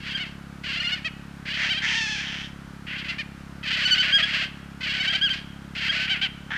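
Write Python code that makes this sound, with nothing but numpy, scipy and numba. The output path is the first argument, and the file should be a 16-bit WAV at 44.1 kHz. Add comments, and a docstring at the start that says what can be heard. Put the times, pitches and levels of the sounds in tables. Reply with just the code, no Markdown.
"""A badger cub's harsh rasp comes first, close to the microphone, outdoors at night. Its taut vocal
folds rattle chaotically in bursts and lock for moments into clear squeals, near 1500 Hz or at a half
or a third of that. A second cub, as close, answers with snarls, one of them long and fading.
The surroundings echo the squabble faintly, over a low, distant throbbing hum and a soft hiss."""
import sys
import numpy as np
from scipy import signal
from scipy.fft import rfft, irfft, next_fast_len
from scipy.io import wavfile
from scipy.ndimage import uniform_filter1d
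from numba import njit

SR = 44100
rng = np.random.default_rng(int(sys.argv[2]) if len(sys.argv) > 2 else 0)


def unload_audio(sound):
    """Save the sound as a 16-bit wav file, at the path given as the first command line argument."""
    columns = np.transpose(np.atleast_2d(sound))
    # keep every value between -1 and 1, then stretch to whole-number steps
    steps = np.round(np.clip(columns, -1, 1) * 32767)
    wavfile.write(sys.argv[1], SR, steps.astype(np.int16))


N = 289737
TIME = np.arange(N) / SR
TUNED_MOUTH_HZ, SQUEAL_TREBLE_DB, SQUEAL_DROOP_DB = 2928, -14.5, 4  # shared by the clear notes

# The first cub's throat, heard up close. Each row: frequency in Hz, gain in dB.
CUB_THROAT = [(420, -43), (640, -11), (1000, -17), (1250, -7), (1550, 1.5), (1950, 4.5), (2500, 2),
              (3200, 1.5), (3650, -10.5), (4700, -12.5), (5500, -24), (7000, -32), (8200, -36.5),
              (9300, -50), (14000, -52.5)]


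def squealing_cub(edge_s=.004, squeal_db=.5, rasp_floor=.3, spit_db=-38):
    """Close to the microphone: chaotic folds lock into each clear note, then go back to rasping."""
    rasp_gain, mouth_hz, treble_db = bouts()
    pitch, rough, note_gain, locked = np.full(N, 700.), np.zeros(N), np.zeros(N), np.zeros(N)
    for note in [*squeals(), *scoops(rasp_gain), *yelps()]:
        start, length, hz, arch, turn, db, droop_db, roughness, note_mouth_hz, note_treble_db = note
        span = (TIME > start - edge_s) & (TIME < start + length + edge_s)
        progress = (TIME[span] - start) / length
        gate = np.clip(np.minimum(progress, 1 - progress) * length / edge_s + .5, 0, 1)
        bend = ((np.clip(progress, 0, 1) - turn) / (1 - turn)) ** 2  # 0 at the turn, 1 at the end
        pitch[span] = hz * (1 - arch * bend)
        # the mouth closes as the pitch falls, and the note dulls
        mouth_hz[span] = note_mouth_hz * (1 - max(arch, 0) * bend)
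        treble_db[span] = note_treble_db - .5 * droop_db * bend
        rough[span] = roughness
        note_gain[span] += gate * undb(db - droop_db * bend)
        locked[span] += gate
    pulses = folds(pitch * (1 + .005 * waver(130)), rough, jitter=.09, shimmer_db=8, air=.6)
    snap_db = 4 - 3 * np.log2(pitch / 1000)  # slow closures snap shut harder: low notes are brighter
    squeal = mouth(pulses, CUB_THROAT, mouth_hz, treble_db + snap_db, width_hz=700, ring_db=6.5)
    chaos = rasping(mouth_hz * .52)  # the folds tighten as the mouth opens
    trembling_hz = mouth_hz * (.945 + .12 * waver(23))
    rasp = mouth(chaos, CUB_THROAT, trembling_hz, treble_db, width_hz=224, ring_db=2)
    # the rasp thins out during each lock, and a little just before and after
    loose = np.clip(1 - locked - .21 * uniform_filter1d(locked, size=1300), rasp_floor, 1)
    stutter = undb(1.5 * waver(28))  # the push behind the rasp is uneven
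    voice = undb(squeal_db) * note_gain * squeal + rasp_gain * stutter * loose * rasp
    return voice + undb(spit_db) * spit(voice)


# Bouts of rasping. Each row: start, end and swell time in seconds, held level in dB,
# nominal mouth resonance at the end in Hz, treble in dB.
RASP_BOUTS = [(0.0, 0.235, 0.1, -31.5, 3070, -10), (0.634, 0.94, 0.074, -28.5, 2886, -10.5),
              (1.452, 1.78, 0.071, -28, 3003, -11.5), (2.865, 3.01, 0.041, -33, 2770, -18.5),
              (3.04, 3.115, 0.041, -32.5, 2700, -13), (3.628, 4.0, 0.079, -24, 3017, -10),
              (4.01, 4.245, 0.022, -24, 3233, -13), (4.275, 4.425, 0.041, -24.5, 2970, -11.5),
              (4.805, 5.165, 0.06, -26, 3177, -10.5), (5.27, 5.345, .02, -28.5, 3115, -8.5),
              (5.749, 6.05, 0.073, -26, 2959, -11), (6.07, 6.15, 0.042, -25, 2750, -18)]


def bouts(mouth_start_hz=2653., swell_db_per_s=118):
    """Gain, mouth resonance and treble of the rasp; the mouth opens steadily through each bout."""
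    gain, mouth_hz, treble_db = np.zeros(N), np.full(N, mouth_start_hz), np.zeros(N)
    for start, end, swell_s, db, open_hz, bout_treble_db in RASP_BOUTS:
        gain = np.maximum(gain, undb(db) * push(start, end, swell_s, swell_s * swell_db_per_s))
        since = TIME >= start
        mouth_hz[since] = np.interp(TIME[since], [start, end], [mouth_start_hz, open_hz])
        treble_db[since] = bout_treble_db
    return gain, mouth_hz, treble_db


def rasping(hz, trill_hz=26, taut_hz=1500, breakup_hz=110):
    """Unstable folds: a rattle that dips and climbs over and over, with a chaotic buzz in between."""
    trill = (np.cumsum(trill_hz * (1 + .3 * waver(10))) / SR) % 1
    # the rattle closes about every third cycle at its lowest and every second at its highest
    cycles = 2.1 + .75 * np.sin(np.pi * trill ** .8) + .2 * waver(12)
    rattle = folds(hz / cycles, np.ones(N), jitter=.025, shimmer_db=2, air=.1)
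    buzz = folds(hz, np.ones(N), jitter=.1, shimmer_db=9, air=.1)
    slack = np.clip((taut_hz - hz) / breakup_hz, 0, 2)  # slack folds rattle; taut ones break up
    rattle_share = (1 + np.tanh(1.5 * np.sin(np.pi * trill) - .6 + slack + waver(15))) / 2
    return rattle_share * rattle + (1 - rattle_share) * buzz


# Squeals, where the folds lock. Each row: start in seconds, length in seconds, pitch in Hz,
# relative level in dB, arch as a share of the pitch, roughness from 0 to 1.
SQUEALS = [(0.147, 0.021, 1604, -25, 0.028, .03), (0.761, 0.03, 691, -28.5, 0.0034, .13),
           (0.799, .016, 1444, -25, 0.0077, 0.11), (0.838, 0.038, 700.5, -27, -0.0013, .06),
           (0.872, 0.017, 1433, -26, 0.011, .03), (0.917, 0.0327, 733.5, -23.5, .03, 0.02),
           (1.688, .052, 783.9, -23, .17, 0), (1.768, 0.029, 792, -26, 0.00079, 0.22),
           (3.083, 0.033, 689.5, -28, 0.048, 0.29), (3.634, 0.016, 652, -33, .03, 0.01),
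           (3.85, 0.023, 1476, -19.5, -0.04, 0.02), (3.908, 0.04, 1477, -16, -0.052, 0.01),
           (3.978, 0.018, 742.6, -19.5, 0.035, 0.07), (3.996, 0.025, 1507, -17.5, -.02, 0.2),
           (4.125, .055, 1643, -15.5, .04, 0), (4.226, 0.023, 1677, -18.5, 0.04, 0.3),
           (4.997, 0.029, 761, -23, 0.042, 0.01), (5.072, 0.025, 770.5, -21.5, 0.025, 0.1),
           (5.098, 0.021, 1603, -23.5, 0.0019, 0.3), (5.147, 0.019, 787, -20, 0.058, 0.24),
           (5.299, .028, 1583, -23, .03, 0.32), (5.891, 0.022, 1618, -20.5, 0.031, 0.19)]


def squeals(turn=.53, nose_hz=4425, nose_width_hz=110, nose_db=8.5):
    """Brief clear notes that brighten when their third harmonic meets the nose's resonance."""
    for start, length, hz, db, arch, rough in SQUEALS:
        nasal = np.exp(-((3 * hz - nose_hz) / nose_width_hz) ** 2)
        treble_db = SQUEAL_TREBLE_DB + nose_db * nasal
        yield start, length, hz, arch, turn, db, SQUEAL_DROOP_DB, rough, tuned_mouth(hz), treble_db


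# Scoops within the rasp. Each row: start in seconds, length in seconds, lowest pitch in Hz.
SCOOPS = [(0.106, 0.031, 526.6), (0.727, 0.038, 505.6), (1.501, 0.031, 562.5), (1.538, 0.03, 490),
          (1.741, 0.029, 618), (2.981, .032, 480.6), (3.673, .028, 490.5), (3.724, .038, 494.4),
          (4.83, 0.036, 494.7), (4.892, .042, 539.6), (5.774, 0.031, 451)]


def scoops(rasp_gain, end_hz=665.6, turn=.36, rough=.09):
    """Low notes that dip and then climb, about as loud as the rasp around them."""
    for start, length, hz in SCOOPS:
        db = 20 * np.log10(rasp_gain[int((start + length / 2) * SR)]) - .8
        arch = 1 - end_hz / hz
        yield start, length, hz, arch, turn, db, SQUEAL_DROOP_DB, rough, TUNED_MOUTH_HZ, SQUEAL_TREBLE_DB


# Yelps that close a bout. Each row: start in seconds, length in seconds, peak pitch in Hz,
# relative level in dB, roughness from 0 to 1.
YELPS = [(0.194, 0.057, 750, -29.5, 0.1), (1.046, .042, 651.2, -26, 0), (3.183, .043, 613, -28.5, 0.15),
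         (5.213, .076, 1636, -19.5, 0.13), (6.094, .062, 779, -22, 0.21), (6.214, 0.061, 794, -22, 0.42)]


def yelps(fall=.21, turn=.38, droop_db=11, treble_db=-17.5):
    """Notes that arch, then drop in pitch and level together."""
    for start, length, hz, db, rough in YELPS:
        yield start, length, hz, fall, turn, db, droop_db, rough, tuned_mouth(hz), treble_db


def tuned_mouth(hz):
    """The mouth tunes to the octave of the pitch nearest TUNED_MOUTH_HZ."""
    return hz * 2 ** np.round(np.log2(TUNED_MOUTH_HZ / hz))


def spit(voice):
    """Air spits past the teeth with every pulse of the voice."""
    sputter = undb(7 * np.tanh(waver(60)))
    air = colour(rng.standard_normal(N), [(700, -7), (6000, 12), (8100, 8.5), (9500, -.5), (14000, -34)])
    return np.abs(voice) * sputter * unit(air)


# The second cub's throat, heard up close. Each row: frequency in Hz, gain in dB.
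SNARL_THROAT = [(260, -72), (450, -30.5), (677, -21), (872, -17.5), (1090, -18.5), (1740, -2),
                (2880, -10.5), (3140, -2.5), (3820, -14.5), (6000, -17), (13000, -64)]
# Its snarls. Each row: start and end in seconds, level after the swell in dB,
# mouth resonance at the start in Hz, relative treble in dB.
SNARLS = [(1.564, 1.675, -29, 1606, -7), (1.817, 2.452, -23, 1895, -5.5), (6.503, 6.6, -26, 1083, -16)]


def snarling_cub(pitch_hz=932, scoop_hz=111.1, sag_hz_per_s=340, rise_s=.07, fade_db_per_s=23.5,
                 jaw_open_hz=2897.5, jaw_s=.14, clear_at_s=.25, clear_for_s=.15, clear_rough=.2203):
    """Also close by: airy snarls with trembling pitch and jaw, which swell and fade as air runs out."""
    gain, age, shut_hz, treble_db = np.zeros(N), np.zeros(N), np.full(N, jaw_open_hz), np.zeros(N)
    for start, end, db, start_hz, bright_db in SNARLS:
        since = TIME >= start
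        age[since] = np.minimum(TIME[since] - start, 1)
        shut_hz[since], treble_db[since] = start_hz, bright_db
        gain[since] = undb(db) * push(start, end, rise_s, swell_db=4.5)[since]
    rising, fading_s = np.maximum(1 - age / rise_s, 0), np.maximum(age - rise_s, 0)
    shut = np.exp(-age / jaw_s)
    mouth_hz = jaw_open_hz + shut * (shut_hz - jaw_open_hz)
    # the long snarl is hoarse at both ends, clearer in between
    rough = 1 - (1 - clear_rough) * np.exp(-((age - clear_at_s) / clear_for_s) ** 4)
    treble_db = treble_db - 2.5 * shut - 6.5 * rough  # a shut jaw and hoarseness both dull it
    pitch = pitch_hz * (1 + .01207 * waver(20.1)) - scoop_hz * rising - sag_hz_per_s * fading_s
    pitch *= 1 + .085 * rough * waver(60)
    pulses = folds(pitch, rough, jitter=.1, shimmer_db=9, air=.5)
    growl = undb(-7 + 5 * waver(15)) * folds(pitch / 2, rough, jitter=.05, shimmer_db=8, air=0)
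    trembling_hz = mouth_hz * (1 + .09 * waver(20))
    snarl = mouth(pulses + growl, SNARL_THROAT, trembling_hz, treble_db, width_hz=450, ring_db=7)
    return gain * undb(waver(23) - fade_db_per_s * fading_s) * snarl


def push(start, end, swell_s, swell_db, attack_s=.0048, release_db_per_s=257):
    """Gain of one push of air: abrupt attack, swell, hold, release."""
    age = TIME - start
    db = -swell_db * np.clip(1 - age / swell_s, 0, 1) - release_db_per_s * np.clip(TIME - end, 0, .5)
    return np.clip(age / attack_s, 0, 1) * undb(db)


def folds(hz, rough, jitter, shimmer_db, air):
    """A sharp pulse per closure; rough folds close early or late, hard or soft, and leak air."""
    phase = np.cumsum(hz) / SR
    closures = np.interp(np.arange(1, int(phase[-1])), phase, np.arange(N))
    roughness, period = rough[closures.astype(int)], SR / hz[closures.astype(int)]
    late, force = rng.standard_normal((len(closures), 2)).T
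    # a hard closure tends to be followed by a soft one
    strength = undb(shimmer_db * roughness * np.tanh(np.diff(force, prepend=0)))
    closures += jitter * roughness * period * late
    taps = closures.astype(int)[:, None] + np.arange(-7, 9)
    offset = taps - closures[:, None]
    shapes = np.sinc(offset) * np.cos(np.pi * offset / 16) ** 2  # pulses can fall between samples
    pulses = np.bincount(np.clip(taps, 0, N - 1).ravel(), (strength[:, None] * shapes).ravel(), N)
    return steady(pulses) + air * rough * rng.standard_normal(N)


def mouth(source, throat, hz, treble_db, width_hz, ring_db):
    """The throat colours the pulses, the jaw moves one resonance, and strain sets the share of treble."""
    sound = colour(source, throat)
    sound = sound + undb(ring_db) * resonance(sound, hz, float(width_hz))
    body = signal.sosfiltfilt(signal.butter(8, 3800, fs=SR, output="sos"), sound)
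    return steady(steady(body) + undb(treble_db) * steady(sound - body))


def echoes(calls, tail_t60_s=1.0, tail_db=-17, near_t60_s=.39, near_db=-15, dull_hz=3600):
    """What the surroundings send back to the microphone: near echoes and a dull, diffuse tail."""
    t = TIME[:SR]
    tail = rng.standard_normal(SR) * undb(-60 * t / tail_t60_s)
    near = rng.standard_normal(SR) * undb(-60 * t / near_t60_s)
    response = undb(tail_db) * tail / np.linalg.norm(tail) + undb(near_db) * near / np.linalg.norm(near)
    return lowpass(signal.fftconvolve(calls, response)[:N], dull_hz)


# The tone of the distant hum. Each row: multiple of the opening beat rate, relative level in dB.
HUM_HARMONICS = [(1, -5.5), (2, 6.5), (3, -1), (4, 8.5), (5, 9), (6, 9), (7, 1), (8, 3), (9, -5), (10, -5)]
# Its drifting beat. Each row: time in seconds, beat rate in Hz.
HUM_RATE = [(0, 34.48), (2.6, 34.38), (3.5, 34.1), (4.4, 34.55), (5.5, 34.25), (6.5, 34.45)]


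def distant_hum(level_db=-41, start_phase=.86):
    """Dull thuds, about 34 a second, like a motor idling far from the microphone."""
    times, rates_hz = np.transpose(HUM_RATE)
    phase = np.cumsum(np.interp(TIME, times, rates_hz)) / SR + start_phase
    beats = np.diff(np.floor(phase), prepend=0) * undb(.5 * rng.standard_normal(N))
    harmonics = [(multiple * rates_hz[0], db) for multiple, db in HUM_HARMONICS]
    peak_db = max(db for _, db in harmonics)
    outline = [(10, peak_db - 30), *harmonics, (450, peak_db - 28), (1500, peak_db - 70)]
    return undb(level_db) * unit(colour(beats, outline))


# The hiss of the place at night. Each row: frequency in Hz, relative spectral density in dB.
NIGHT_HISS = [(400, -3), (1050, -1), (1480, 3), (2000, -4), (3200, -10), (5000, -15), (10000, -25),
              (15000, -44)]


def night(hiss_db=-49, rumble_db=-56):
    """Behind everything at the microphone: steady hiss and a faint rumble."""
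    hiss = colour(rng.standard_normal(N), NIGHT_HISS)
    rumble_outline = [(10, -10), (45, 0), (250, -6), (800, -30), (9000, -30), (15000, -34)]
    rumble = colour(rng.standard_normal(N), rumble_outline)
    return undb(hiss_db) * unit(hiss) + undb(rumble_db) * unit(rumble)


def undb(db):
    return 10 ** (np.asarray(db) / 20)


def unit(x):
    return x / np.sqrt(np.mean(x ** 2))


def lowpass(x, hz):
    return signal.sosfilt(signal.butter(2, hz, fs=SR, output="sos"), x)


def waver(rate):
    """Smooth chance with a spread of 1, changing about rate times a second."""
    return unit(lowpass(rng.standard_normal(N), rate))


def steady(x, size=700):
    """Hold the short-term rms at 1."""
    return x / np.sqrt(np.abs(uniform_filter1d(uniform_filter1d(x ** 2, size), size)) + 1e-12)


def colour(x, outline):
    """Causal filter with the given (Hz, dB) outline."""
    size = next_fast_len(N + SR // 2, real=True)
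    hz, db = np.transpose(sorted(map(tuple, outline)))
    gain_db = np.interp(np.log(np.fft.rfftfreq(size, 1 / SR) + 1), np.log(hz), db)
    cepstrum = irfft(gain_db * np.log(10) / 20, size)
    cepstrum[1:size // 2] *= 2  # folded onto positive time for minimum phase
    cepstrum[size // 2 + 1:] = 0
    return irfft(rfft(x, size) * np.exp(rfft(cepstrum)), size)[:N]


@njit
def resonance(x, hz, width_hz):
    """Band-pass whose centre moves, gain 1 at the centre."""
    y, band_state, low_state = np.empty(len(x)), 0., 0.
    for i in range(len(x)):
        tuning, damping = np.tan(np.pi * hz[i] / SR), width_hz / hz[i]
        band = (band_state + tuning * (x[i] - low_state)) / (1 + tuning * (tuning + damping))
        band_state, low_state = 2 * band - band_state, low_state + 2 * tuning * band
        y[i] = damping * band
    return y


def scene():
    """One microphone outdoors: two cubs close by, their faint echo, the hum and hiss beyond."""
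    calls = squealing_cub() + snarling_cub()
    return (calls + echoes(calls) + distant_hum() + night())[None]


def record(dry, top_hz=14800):
    """The recorder cuts the top."""
    return signal.sosfilt(signal.ellip(10, .2, 80, top_hz, fs=SR, output="sos"), dry)


dry = scene()
out = record(dry)
unload_audio(out)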